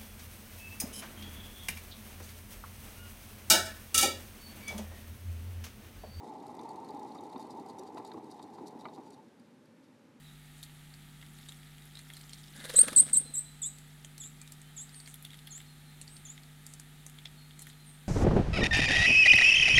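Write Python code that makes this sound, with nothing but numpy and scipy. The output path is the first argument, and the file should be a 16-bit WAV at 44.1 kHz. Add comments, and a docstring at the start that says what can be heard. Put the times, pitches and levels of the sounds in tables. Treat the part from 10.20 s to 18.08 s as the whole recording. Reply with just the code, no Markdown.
"""In quiet woodland, a squirrel cracks seed husks and scratches the bark of a rotten log.
A bird flutters in close, pushing air with each wingbeat, and brakes with a clap of its wings.
It gives thin, high chirps that grow fainter. Other birds whistle far off among the trees.
Mains hum, hiss and a low rumble lie under everything."""
import sys
import numpy as np
from scipy import signal
from scipy.fft import rfft, irfft, next_fast_len
from scipy.io import wavfile
from scipy.ndimage import map_coordinates

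SR = 44100
rng = np.random.default_rng(int(sys.argv[2]) if len(sys.argv) > 2 else 0)


def bounce(signal):
    """Save signal as a 16-bit WAV file at the path given by the first command-line argument."""
    frames = np.transpose(np.atleast_2d(signal))
    limited = np.clip(frames, -1, 1)
    pcm = np.round(limited * 32767).astype(np.int16)
    wavfile.write(sys.argv[1], SR, pcm)


N = 347508
TOP_HZ = 15900
TIME = np.arange(N) / SR
AROUND = np.arange(-SR // 20, SR // 20) / SR  # 0.1 s of time, with zero in the middle


def amp(db):
    """Turn decibels into a number to multiply by."""
    return 10 ** (np.asarray(db) / 20)

def unit(x):
    """Scale a sound to an average (rms) strength of 1."""
    return x / np.sqrt(np.mean(x ** 2) + 1e-20)

def wobble(rate, size=N):
    """A smooth random curve that passes through `rate` new values a second."""
    points = rng.standard_normal(int(size * rate / SR) + 4)
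    return map_coordinates(points, [np.arange(size) * rate / SR])

def curve(points):
    """Join (time, value) points with straight lines."""
    return np.interp(TIME, *np.transpose(points))

def swells(rows):
    """Smooth rises and falls in loudness, one for each (time, level, half length)."""
    return sum(amp(db) * np.exp(-((TIME - s) / length) ** 2) for s, db, length in rows)

def coloured(x, points):
    """Turn the lows and highs of a sound up or down along (frequency, level) points."""
    size = next_fast_len(N + 8192)
    hz, db = np.transpose(points)
    gain = amp(np.interp(np.log(np.fft.rfftfreq(size, 1 / SR) + 1), np.log(hz), db))
    return irfft(rfft(x, size) * gain, size)[:N]

def noise(points):
    """Noise of strength 1 with the given tone colour."""
    return unit(coloured(rng.standard_normal(N), points))

def grains(colour, per_s, spread_db, t60):
    """A shower of tiny random ticks. 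Here and below, t60 is the seconds taken to fade by 60 dB."""
    count = int(per_s * N / SR)
    when, pitch = rng.random((2, count, 1))
    k = np.arange(SR // 400)
    sizes = amp(spread_db * rng.standard_normal((count, 1)))
    ticks = sizes * amp(-60 * k / SR / t60) * np.sin(2 * np.pi * TOP_HZ * pitch * k / SR)
    places = (when * N).astype(int) + k
    return unit(coloured(np.bincount(places.ravel(), ticks.ravel(), N)[:N], colour))

def burst(shape, db):
    """Give a short sound as much energy as 0.01 s of steady sound at this level."""
    return amp(db) * shape * np.sqrt(0.01 * SR / np.sum(shape ** 2))

def add(track, s, sound):
    """Mix a sound into the track, starting at s seconds."""
    part = track[max(round(s * SR), 0):][:len(sound)]
    part += sound[:len(part)]

def echoes(x, t60, onset_s=0.00035):
    """Trunks and leaves bounce a sound back as a fading blur."""
    t = np.arange(SR) / SR
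    tail = rng.standard_normal(SR) * amp(-60 * t / t60) * (1 - np.exp(-t / onset_s))
    return signal.fftconvolve(x, tail / np.linalg.norm(tail))[:N]


# The tones in the hum: (multiple of the mains frequency, level [dB])
HUM_TONES = [(1, -66), (2, -79.5), (3, -55), (4, -76.5), (5, -67.5), (7, -77.5), (9, -81), (17, -80.5),
             (19, -83), (23, -81), (25, -78), (27, -80), (37, -82)]
# Tone colours of the hiss and the rumble: (frequency [Hz], relative level [dB])
AIR_COLOUR = [(250, -29), (400, -16.5), (580, -6.5), (800, 0), (1030, -11.5), (1300, -3.5), (1900, 0.5),
              (2700, -3.5), (3700, -0.5), (5400, -14), (8000, -7), (11500, -8), (14000, -12.5),
              (15800, -21.5)]
RUMBLE_COLOUR = [(20, -5), (70, -2.5), (110, -3), (200, 2.5), (290, -4.5), (420, -13.5), (700, -32)]
def background(mains_hz=50.02, air_db=-61, rumble_db=-65):
    """Steady electrical hum, the hiss of the open air and a distant rumble."""
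    phase = 2 * np.pi * mains_hz * TIME
    hum = sum(np.sqrt(2) * amp(db) * np.sin(k * phase + 2 * np.pi * rng.random()) for k, db in HUM_TONES)
    hiss = amp(air_db + 0.36 * wobble(3.2)) * noise(AIR_COLOUR)
    rumble = amp(rumble_db + 0.604 * wobble(2.2)) * noise(RUMBLE_COLOUR)
    return hum + hiss + rumble


def whistles(notes, trill_hz=75):
    """Thin sliding notes that swell, waver and fade; the higher they are, the more they trill."""
    out = np.zeros(N)
    for s, length, start_hz, end_hz, db in notes:
        u = np.linspace(0, 1, int(length * SR))  # 0 at the start of the note, 1 at its end
        trill = 0.031 * (start_hz / 9000) ** 4 * np.sin(2 * np.pi * trill_hz * length * u)
        pitch = (start_hz + (end_hz - start_hz) * u) * (1 + trill + 0.008 * wobble(201, len(u)))
        gain = amp(db + 1.5 * wobble(100, len(u))) * np.abs(np.sin(np.pi * u)) ** 0.59
        add(out, s, gain * np.sin(2 * np.pi * np.cumsum(pitch) / SR))
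    return out

# Single calls: (time [s], length [s], start pitch [Hz], end pitch [Hz], relative level [dB])
FAR_CALLS = [(0.02, 0.086, 4070, 3570, -58.5), (4.195, 0.03, 2570, 2260, -57),
             (4.42, 0.048, 3100, 3070, -58), (4.717, 0.065, 9130, 8300, -48),
             (5.88, .077, 7820, 9140, -51.5), (7.64, 0.076, 9140, 8400, -53.5)]
def far_calls():
    """The calls of far birds arrive mostly as echoes from the trees."""
    calls = whistles(FAR_CALLS)
    return amp(-9) * calls + echoes(calls, t60=0.42, onset_s=0.0037)

# Phrases of song: (time [s], first pitch [Hz], relative level [dB])
FAR_PHRASES = [(3.039, 4120, -53), (5.249, 4310, -59), (7.165, 4305, -59)]
def far_song(note_s=0.096, spacing_s=0.2, sag_hz=61, step_hz=85.6, step_db=3):
    """A far bird sings three notes, each lower and softer than the last; they linger in the trees."""
    song = whistles((s + k * spacing_s, note_s, hz - k * step_hz, hz - k * step_hz - sag_hz,
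                     db - k * step_db) for s, hz, db in FAR_PHRASES for k in range(3))
    return amp(-2.5) * song + amp(-4) * echoes(song, t60=0.56, onset_s=0.004)


# The squirrel shifting its weight: (time [s], level [dB])
SHUFFLE_LEVELS = [(0, -81), (1.0, -77), (1.1, -63.5), (1.3, -65), (1.45, -78), (2.0, -75), (2.4, -64),
                  (3.2, -80.5), (7.88, -100)]
# Tone colour of the log: (frequency [Hz], relative level [dB])
LOG_COLOUR = [(70, -30), (130, -7.5), (210, 4), (300, -7), (500, -23), (1000, -60)]
def shuffle():
    """Soft, hollow bumps from the log under the squirrel's feet."""
    return amp(curve(SHUFFLE_LEVELS) + 2.6 * wobble(25)) * noise(LOG_COLOUR)

# Spells of rummaging: (time [s], level [dB], half length [s])
RUMMAGE_SPELLS = [(.42, -69, .06), (1.25, -66.5, 0.15), (2.15, -64.5, .45), (5.05, -77, 0.18),
                  (7.48, -67, 0.064)]
# Tone colour of bark crumbs: (frequency [Hz], relative level [dB])
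CRUMB_COLOUR = [(600, -14), (1300, -5.5), (1900, 0), (2700, -3), (3600, 3.5), (5500, -4), (8500, -3.5),
                (12500, -6.5), (16000, -14.5)]
def rummage(idle_db=-71):
    """Paws and nose stir crumbs of bark: tiny ticks of very uneven size."""
    ticks = grains(CRUMB_COLOUR, per_s=1500, spread_db=4.5, t60=0.0044)
    return (amp(idle_db) + swells(RUMMAGE_SPELLS)) * ticks

# Claw strokes: (time [s], level [dB], half length [s])
CLAW_STROKES = [(0.383, -64, 0.022), (4.902, -57.5, 0.04), (6.51, -60, 0.04), (7.405, -59, 0.017),
                (7.495, -59.5, 0.0096)]
# Bright tone colour of scrapes and of snapping husks: (frequency [Hz], relative level [dB])
SNAP_COLOUR = [(3000, -11), (5000, -15), (6500, 1.5), (8500, 6), (10000, -2), (11500, -15), (16000, -26)]
def scrapes(grit_db=4):
    """Claws drag over bark in brief, gritty swells."""
    return swells(CLAW_STROKES) * unit(noise(SNAP_COLOUR) * amp(grit_db * wobble(450)))

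# Spells of gnawing: (time [s], length [s], bite rate [1/s], relative level [dB])
GNAW_SPELLS = [(1.04, 0.68, 13.2, -67), (1.831, 0.61, 11.6, -73), (5.07, 0.35, 16, -70)]
def gnawing(spread_db=3, unevenness=0.25, husk_hz=3600):
    """List light, dull bites in loosely regular runs, as extra rows for cracks()."""
    bites = []
    balance_db = np.array([0, 3, -4, -4])  # knock, ring, snap, click
    for start, length, rate, db in GNAW_SPELLS:
        for s in start + np.arange(0, length, 1 / rate):
            late, sharp = rng.standard_normal(2)
            levels = db + balance_db + spread_db * rng.standard_normal(4)
            bites.append((s + unevenness * late / rate, *levels, husk_hz * np.exp(0.09 * sharp)))
    return bites

# The tones of a husk: (multiple of its pitch, relative level [dB], time to fade by 60 dB [s])
HUSK_TONES = [(1, -3, 0.01), (1.22, -17, 0.004)]
def husk_ring(hz, t, attack_s=0.00018, roughness=0.48):
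    """The dry, unsteady ring of a splitting husk."""
    tones = 0
    for ratio, db, t60 in HUSK_TONES:
        phase = 2 * np.pi * hz * ratio * t + roughness * wobble(2250, len(t))
        tones += amp(db - 60 * t / t60) * np.sin(phase)
    return tones * (1 - np.exp(-(t / attack_s) ** 2))

# Husks cracking and claws on bark, with the relative level of each part:
# (time [s], wood knock [dB], husk ring [dB], snap [dB], tooth click [dB], husk pitch [Hz])
HUSK_CRACKS = [(0.4298, -74, -51, -58, -51, 3704), (0.4357, -72, -53, -55, -63, 4260),
               (0.5491, -66.0, -77, -72.0, -66, 3290), (0.7397, -62.5, -57, -65, -72.0, 4370),
               (1.0266, -55, -63, -68, -74.5, 3320), (1.2866, -67, -56, -55, -68, 3550),
               (1.2919, -72, -50, -56, -67, 3770), (1.3215, -69, -57, -67.0, -62.5, 3350),
               (1.6546, -70, -74, -72, -58.5, 3620), (1.7541, -71, -53, -60.5, -67.0, 3880),
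               (1.7719, -72.5, -50.5, -64, -73.0, 3900), (1.791, -57.5, -55, -57, -62, 4280),
               (1.9016, -52, -55, -69, -63.0, 3400), (1.9361, -69, -55.5, -57, -58, 3300),
               (1.9685, -64.0, -54, -56, -64, 4200), (1.9735, -70, -55.5, -68, -74.0, 4030),
               (2.0128, -77, -64, -59, -64, 4310), (2.0943, -72.5, -58, -56, -69, 3170),
               (2.1331, -60, -48.5, -51, -71, 4250), (2.1845, -68.0, -64, -62, -71.0, 3620),
               (3.585, -71.5, -63.5, -56, -63.5, 4420), (3.8474, -59, -55, -50, -66.5, 3260),
               (3.9799, -79, -55, -52, -55, 4266), (4.039, -70, -55.5, -71, -57, 3520),
               (4.2152, -72.5, -61, -50.5, -68, 4330), (4.2763, -75, -59, -59, -64.5, 3750),
               (4.321, -75, -61, -50.5, -55, 4600), (4.4162, -68, -75, -55.5, -70.0, 4100),
               (4.6933, -63, -61, -65, -72.5, 4670), (4.7451, -62, -56, -63, -73.0, 4400),
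               (4.8016, -65.0, -53, -58, -63.0, 4530), (4.8605, -62, -56, -72.5, -69.5, 4540),
               (4.875, -54.5, -58, -56, -62.0, 3200), (4.9418, -74.5, -56.5, -59, -47.5, 3520),
               (5.0253, -68.5, -74, -64, -51.5, 3400), (5.0473, -67, -67, -66, -57.5, 3440),
               (5.0506, -63, -47, -59, -57, 3500), (5.1053, -68.5, -56, -61.5, -70, 3460),
               (5.1327, -59, -56.5, -67, -69.5, 3550), (5.1432, -63, -57, -62, -73.5, 3380),
               (5.1723, -73.0, -72.5, -73.0, -61, 3240), (5.1901, -75, -56.5, -69, -65, 3660),
               (5.2711, -70, -61, -68, -53.0, 3290), (5.2739, -59.0, -51.5, -74, -70, 3510),
               (5.3787, -62, -63, -60, -60.0, 3470), (5.4036, -60, -57.5, -72.5, -66, 3450),
               (5.4152, -72.5, -66, -70, -62.5, 3700), (5.814, -65, -55, -46.5, -61.0, 4310),
               (5.8787, -73.5, -53.5, -58.5, -72.5, 4580), (5.9672, -67, -55, -58, -73.0, 4480),
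               (6.1782, -56, -57, -67.5, -76.0, 3640), (6.2344, -72, -61, -64.5, -76.5, 4350),
               (6.4656, -66.0, -59, -50, -53, 4630), (6.5372, -72.5, -64.5, -49.5, -56, 4550),
               (6.5975, -59, -60, -49.5, -57, 4630), (6.8644, -64, -68.0, -48, -57, 4630),
               (6.8968, -69, -74.5, -60, -58, 3010), (6.9872, -67, -53.5, -64, -71, 3340),
               (7.0566, -68, -43.5, -69, -67.5, 3486), (7.309, -64.5, -57.5, -75.0, -75.0, 3340),
               (7.3925, -61.5, -62, -49.5, -58.5, 4280), (7.4196, -78, -75.0, -53, -53, 4220),
               (7.4243, -72.5, -60, -60, -59, 4260), (7.4688, -52.5, -62, -65.0, -54, 3400),
               (7.5, -64, -57.5, -65, -66.5, 3710)]
# Tone colours of the knock and the click: (frequency [Hz], relative level [dB])
WOOD_COLOUR = [(500, -28), (1000, -13), (1400, -13), (2000, 5.5), (2600, -7), (3500, -27)]
TOOTH_COLOUR = [(7000, -33), (9500, -2), (10600, 2), (12300, 0.5), (13500, -16), (16000, -14.5)]
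def cracks(attack_s=0.00063, creak_s=0.002, crumble_t60=0.098):
    """A husk creaks under the teeth, splits with a click, snap and ring, knocks the wood and crumbles."""
    out = np.zeros(N)
    t = np.arange(SR // 25) / SR
    wood, snap, teeth = noise(WOOD_COLOUR), noise(SNAP_COLOUR), noise(TOOTH_COLOUR)
    for s, knock_db, ring_db, snap_db, click_db, hz in list(HUSK_CRACKS) + gnawing():
        crumbs = amp(-26 - 60 * t / crumble_t60 + 5 * wobble(500, len(t)))
        add(out, s, burst(husk_ring(hz, t), ring_db + 0.4))
        creak = np.sin(2 * np.pi * hz * t + wobble(3000, len(t))) * np.exp(-t[::-1] / creak_s)
        add(out, s - t[-1], burst(creak, ring_db - 8))  # ends just as the husk splits
        parts = (wood, knock_db - 1, 0.012), (snap, snap_db, 0.008), (teeth, click_db - 1, 0.006)
        for source, db, t60 in parts:
            fade = (amp(-60 * t / t60) + crumbs) * (1 - np.exp(-t / attack_s))
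            add(out, s, burst(source[round(s * SR):][:len(t)] * fade, db))
    return out

def splinters(count=3, scatter_s=0.013, t60=0.0026):
    """After each listed crack, a few splinters break away with tiny dry ticks."""
    out = np.zeros(N)
    t = np.arange(SR // 100) / SR
    for s, _, ring_db, _, _, hz in HUSK_CRACKS:
        for late, hard, sharp in rng.standard_normal((count, 3)):
            tick = np.sin(2 * np.pi * hz * np.exp(0.18 * sharp) * t) * t * amp(-60 * t / t60)
            add(out, s + 0.0033 + scatter_s * abs(late), burst(tick, ring_db - 17 + 3 * hard))
    return out


def shove(hz, width_s, glide=16, roughness=0.35):
    """A shove of air rises in pitch as the wing gathers speed, and dies more slowly than it comes."""
    width = width_s * np.where(AROUND < 0, 0.7, 1.25)
    phase = 2 * np.pi * hz * AROUND * (1 + glide * AROUND) + roughness * wobble(250, len(AROUND))
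    return np.sin(phase) * np.exp(-(AROUND / width) ** 2)

PUFF_LAG_S = 0.009  # after the thump
# The bird flies in, brakes and settles: (time [s], thump [dB], puff [dB], feather swish [dB])
WINGBEATS = [(2.356, -70, -64, -55), (2.395, -53, -55, -55), (2.443, -50, -47, -44), (2.490, -51, -41, -42),
             (2.535, -46, -35, -42), (2.580, -46, -36, -42), (2.628, -41, -38, -44), (2.675, -37, -38, -44),
             (2.723, -37, -46, -53), (2.770, -40, -56, -54), (2.817, -42, -50, -53), (2.865, -44, -53, -56),
             (2.910, -47, -58, -59), (2.958, -46.5, -60, -60), (3.006, -47, -57, -62),
             (3.053, -48, -58, -67), (3.098, -51, -63, -70), (3.148, -54, -66, -70)]
def downstrokes():
    """Each downstroke of the wings makes a low thump, then a hollow puff."""
    out = np.zeros(N)
    for s, thump_db, puff_db, _ in WINGBEATS:
        add(out, s + AROUND[0], amp(thump_db) * shove(hz=225, width_s=0.0055))
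        add(out, s + AROUND[0] + PUFF_LAG_S, amp(puff_db) * shove(hz=500, width_s=0.0046))
    return out

# Tone colour of swirling air: (frequency [Hz], relative level [dB])
SWIRL_COLOUR = [(50, -26), (110, -3), (220, 4), (380, -6), (560, -13), (800, -9), (1200, -30)]
def swirls(width_s=0.011):
    """Air swirls off the wings in a short, low rush after each thump."""
    gain = swells((s + PUFF_LAG_S, thump_db - 11, width_s) for s, thump_db, _, _ in WINGBEATS)
    return gain * noise(SWIRL_COLOUR)

# Air rushing through the spread feathers: (time [s], level [dB])
RUSH_LEVELS = [(2.25, -92), (2.38, -61), (2.55, -55.5), (2.72, -51), (2.9, -58), (3.05, -63.5), (3.25, -73)]
# Tone colour of feathers: (frequency [Hz], relative level [dB])
FEATHER_COLOUR = [(250, -13), (550, -0.5), (950, -9), (1700, -4), (2600, -9.5), (3700, 0.5), (5500, -11.5),
                  (10000, -5.5), (15000, -24)]
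def feathers(lag_s=0.0089, width_s=0.011):
    """Feathers hiss in the rushing air, and swish and rub on every beat."""
    gain = amp(curve(RUSH_LEVELS))
    for s, _, _, db in WINGBEATS:
        add(gain, s + AROUND[0] + lag_s, amp(db) / np.cosh(2 * AROUND / width_s) ** 0.73)
    rustle = grains(FEATHER_COLOUR, per_s=3000, spread_db=5.5, t60=0.003)
    hiss = noise(FEATHER_COLOUR) * amp(2.5 * wobble(400))
    return gain * unit(hiss + amp(2) * rustle)

# The whirr drops as the bird slows: (time [s], level [dB], pitch [Hz])
WHIRR_PATH = [(2.3, -84, 1850), (2.365, -61.5, 1793), (2.42, -55, 1755), (2.51, -56, 1712),
              (2.6, -55.5, 1560), (2.7, -51, 1450), (2.78, -75, 1399)]
def whirr(width_hz=700, pulse_db=3.5, lag_s=0.015):
    """An almost whistling rush through the flight feathers that swells with every beat."""
    s, db, hz = np.transpose(WHIRR_PATH)
    phase = 2 * np.pi * np.cumsum(np.interp(TIME, s, hz)) / SR
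    rush = unit(wobble(width_hz) * np.sin(phase) + wobble(width_hz) * np.cos(phase))
    beats_done = np.interp(TIME - lag_s, np.transpose(WINGBEATS)[0], np.arange(len(WINGBEATS)))
    level = np.interp(TIME, s, db) + pulse_db * np.cos(2 * np.pi * beats_done)
    return amp(level) * rush * (TIME > s[0]) * (TIME < s[-1])

# Wing tips and feet striking: (time [s], level [dB], half length [s])
STRIKES = [(2.451, -49, 0.0017), (2.5, -45.5, 0.0028), (2.588, -41.5, 0.0018), (2.684, -31, 0.0021),
           (2.732, -38.5, 0.0027), (2.866, -50.5, .003), (2.888, -46, 0.0026), (2.898, -46.5, 0.0043)]
# Their tone colour: (frequency [Hz], relative level [dB])
CLAP_COLOUR = [(200, -9.5), (500, -9.5), (900, -8), (1500, 2), (3500, -4), (6000, -7.5), (10500, -4),
               (15000, -26.5)]
def claps():
    """Wing tips and feet strike with sharp slaps as the bird brakes."""
    return swells(STRIKES) * noise(CLAP_COLOUR)


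# More of each chirp comes by way of the trees as the bird moves off: (time [s], echo boost [dB])
ECHO_BOOST = [(2.6, 0.5), (2.95, 2.5), (3.16, 13.5), (3.451, 12.5), (4.03, 16), (4.6, 13), (5.35, 11.5),
              (6.099, 11)]
# Tone colour of echoes from leaves: (frequency [Hz], relative level [dB])
LEAF_COLOUR = [(3500, -10.5), (6500, -11), (7800, -4), (9000, -3.5), (12000, -2.5)]
def chirp_echoes(voice):
    """The trees return the chirps as a short echo and a longer, fainter one."""
    sent = coloured(voice * amp(curve(ECHO_BOOST)), LEAF_COLOUR)
    return amp(-9.5) * echoes(sent, t60=0.13, onset_s=0.0027) + amp(-20.5) * echoes(sent, t60=0.49)

# A quick fall and a slower rise: (share of the length, share of the swoop, level change [dB])
CHIRP_SHAPE = [(0, 0.77, -1), (.15, 0.36, -1), (.3, 0.068, 5), (.38, 0.0047, 5.5), (.56, .36, -1.5),
               (.74, .53, 2.5), (.9, .84, -3.5), (1, 0.99, -6)]
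# The near bird's chirps: (time [s], length [s], pitch in the dip [Hz], swoop [Hz], relative level [dB],
# swell to the end [dB], softening in the dip [dB], opening slide [s], warble [Hz],
# low voice's relative level [dB], low voice's swoop as a multiple of the main one)
NEAR_CHIRPS = [(2.571, 0.05, 8220, 697, -18, 8, 2.5, .014, 190, -45, 2),
               (2.771, 0.04, 7695, 1271, -14, 3.5, 5.5, 0.011, -3.5, -45, 1.9),
               (2.9376, 0.051, 7450, 1607, -19, -3, 17.5, 0.0083, -10, -52, 1.6),
               (3.139, 0.053, 7310, 1363, -34, 6, 4, .002, 8.5, -58, 0.96),
               (3.418, 0.06, 6765, 1807, -36.5, -2, 5.5, .001, -9.5, -52, 0.68),
               (4.003, 0.066, 6640, 1446, -48, -4, 5, .005, -3, -60, 1.0),
               (4.564, 0.066, 6510, 1800, -46, -0.5, 3, .001, 1, -59.5, 0.87),
               (5.307, 0.074, 6330, 1740, -47.5, 0, 8, .002, 0, -64, 0.95),
               (6.051, 0.07, 6110, 1675, -48, -5, 15, .001, 4, -64, 0.79)]
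def chirps(warble_rate_hz=43, slide_hz=1175, usual_slide_s=0.0083, attack_s=0.0037, release_s=0.0034):
    """Each chirp dips and rises; a weak voice near half its pitch mixes with it to add a tone above."""
    out = np.zeros(N)
    share, rise, shape_db = np.transpose(CHIRP_SHAPE)
    for (s, length, dip_hz, swoop_hz, db, swell_db, soften_db, slide_s,
         warble_hz, low_db, low_swoop) in NEAR_CHIRPS:
        t = np.arange(-slide_s, length + release_s / 2, 1 / SR)
        n = len(t)
        u = np.clip(t / length, 0, 1)
        slide = np.clip(-t / max(slide_s, usual_slide_s), 0, 1) ** 2
        warble = warble_hz * np.cos(2 * np.pi * warble_rate_hz * t)
        pitch = dip_hz + swoop_hz * np.interp(u, share, rise) + warble - 3 * warble_hz * (1 - u) ** 4
        pitch -= slide_hz * slide * np.sqrt(slide_s / usual_slide_s)  # a longer slide starts lower
        pitch *= 1 + 0.0065 * wobble(900, n)
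        phase = 2 * np.pi * np.cumsum(pitch) / SR
        level = db + np.interp(u, share, shape_db) + swell_db * (u - 0.5) - 0.5 * slide
        level -= soften_db * np.exp(-((u - 0.36) / 0.17) ** 2)
        level += 0.0292 * warble + 1.8 * wobble(400, n)
        rasp = amp(-29) * wobble(4500, n) * np.cos(phase)
        main = amp(level) * (np.sin(phase) + rasp + amp(-44) * np.sin(2 * phase))

        low_hz = max(dip_hz / 2, 3200) * (pitch / dip_hz) ** low_swoop
        low_phase = 2 * np.pi * np.cumsum(low_hz) / SR
        low = amp(low_db + 1 + 3 * wobble(250, n)) * np.sin(low_phase + 0.3 * wobble(500, n))
        high_gain = amp(-33 + 0.63 * level + 3 * wobble(400, n))
        high = high_gain * np.sin(2 * phase - low_phase + 0.73 * wobble(1500, n))
        in_dip = np.minimum(dip_hz / pitch, 1) ** 6  # favours both side tones in the dip
        ramp = np.clip(np.minimum((t - t[0]) / attack_s, (t[-1] - t) / release_s), 0, 1)
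        fade = np.sin(np.pi / 2 * ramp) ** 2
        add(out, s + t[0], np.sqrt(2) * fade * (main + np.sqrt(in_dip) * low + in_dip * high))
    return out


def scene():
    """Mix the near bird and the squirrel, echoing off log, bushes and trees, with the woodland behind."""
    voice = chirps()
    voice += chirp_echoes(voice)
    wings = downstrokes() + feathers() + swirls() + whirr() + claps()
    wings += amp(-16.5) * echoes(wings, t60=0.23)
    feeding = cracks() + splinters() + scrapes() + rummage()
    feeding += amp(-8) * echoes(feeding, t60=0.071)
    return (voice + wings + feeding + shuffle() + far_calls() + far_song() + background())[None]

def record(dry):
    """Cut away all treble above TOP_HZ."""
    return irfft(rfft(dry) * (np.fft.rfftfreq(N, 1 / SR) < TOP_HZ), N)


dry = scene()
out = record(dry)
bounce(out)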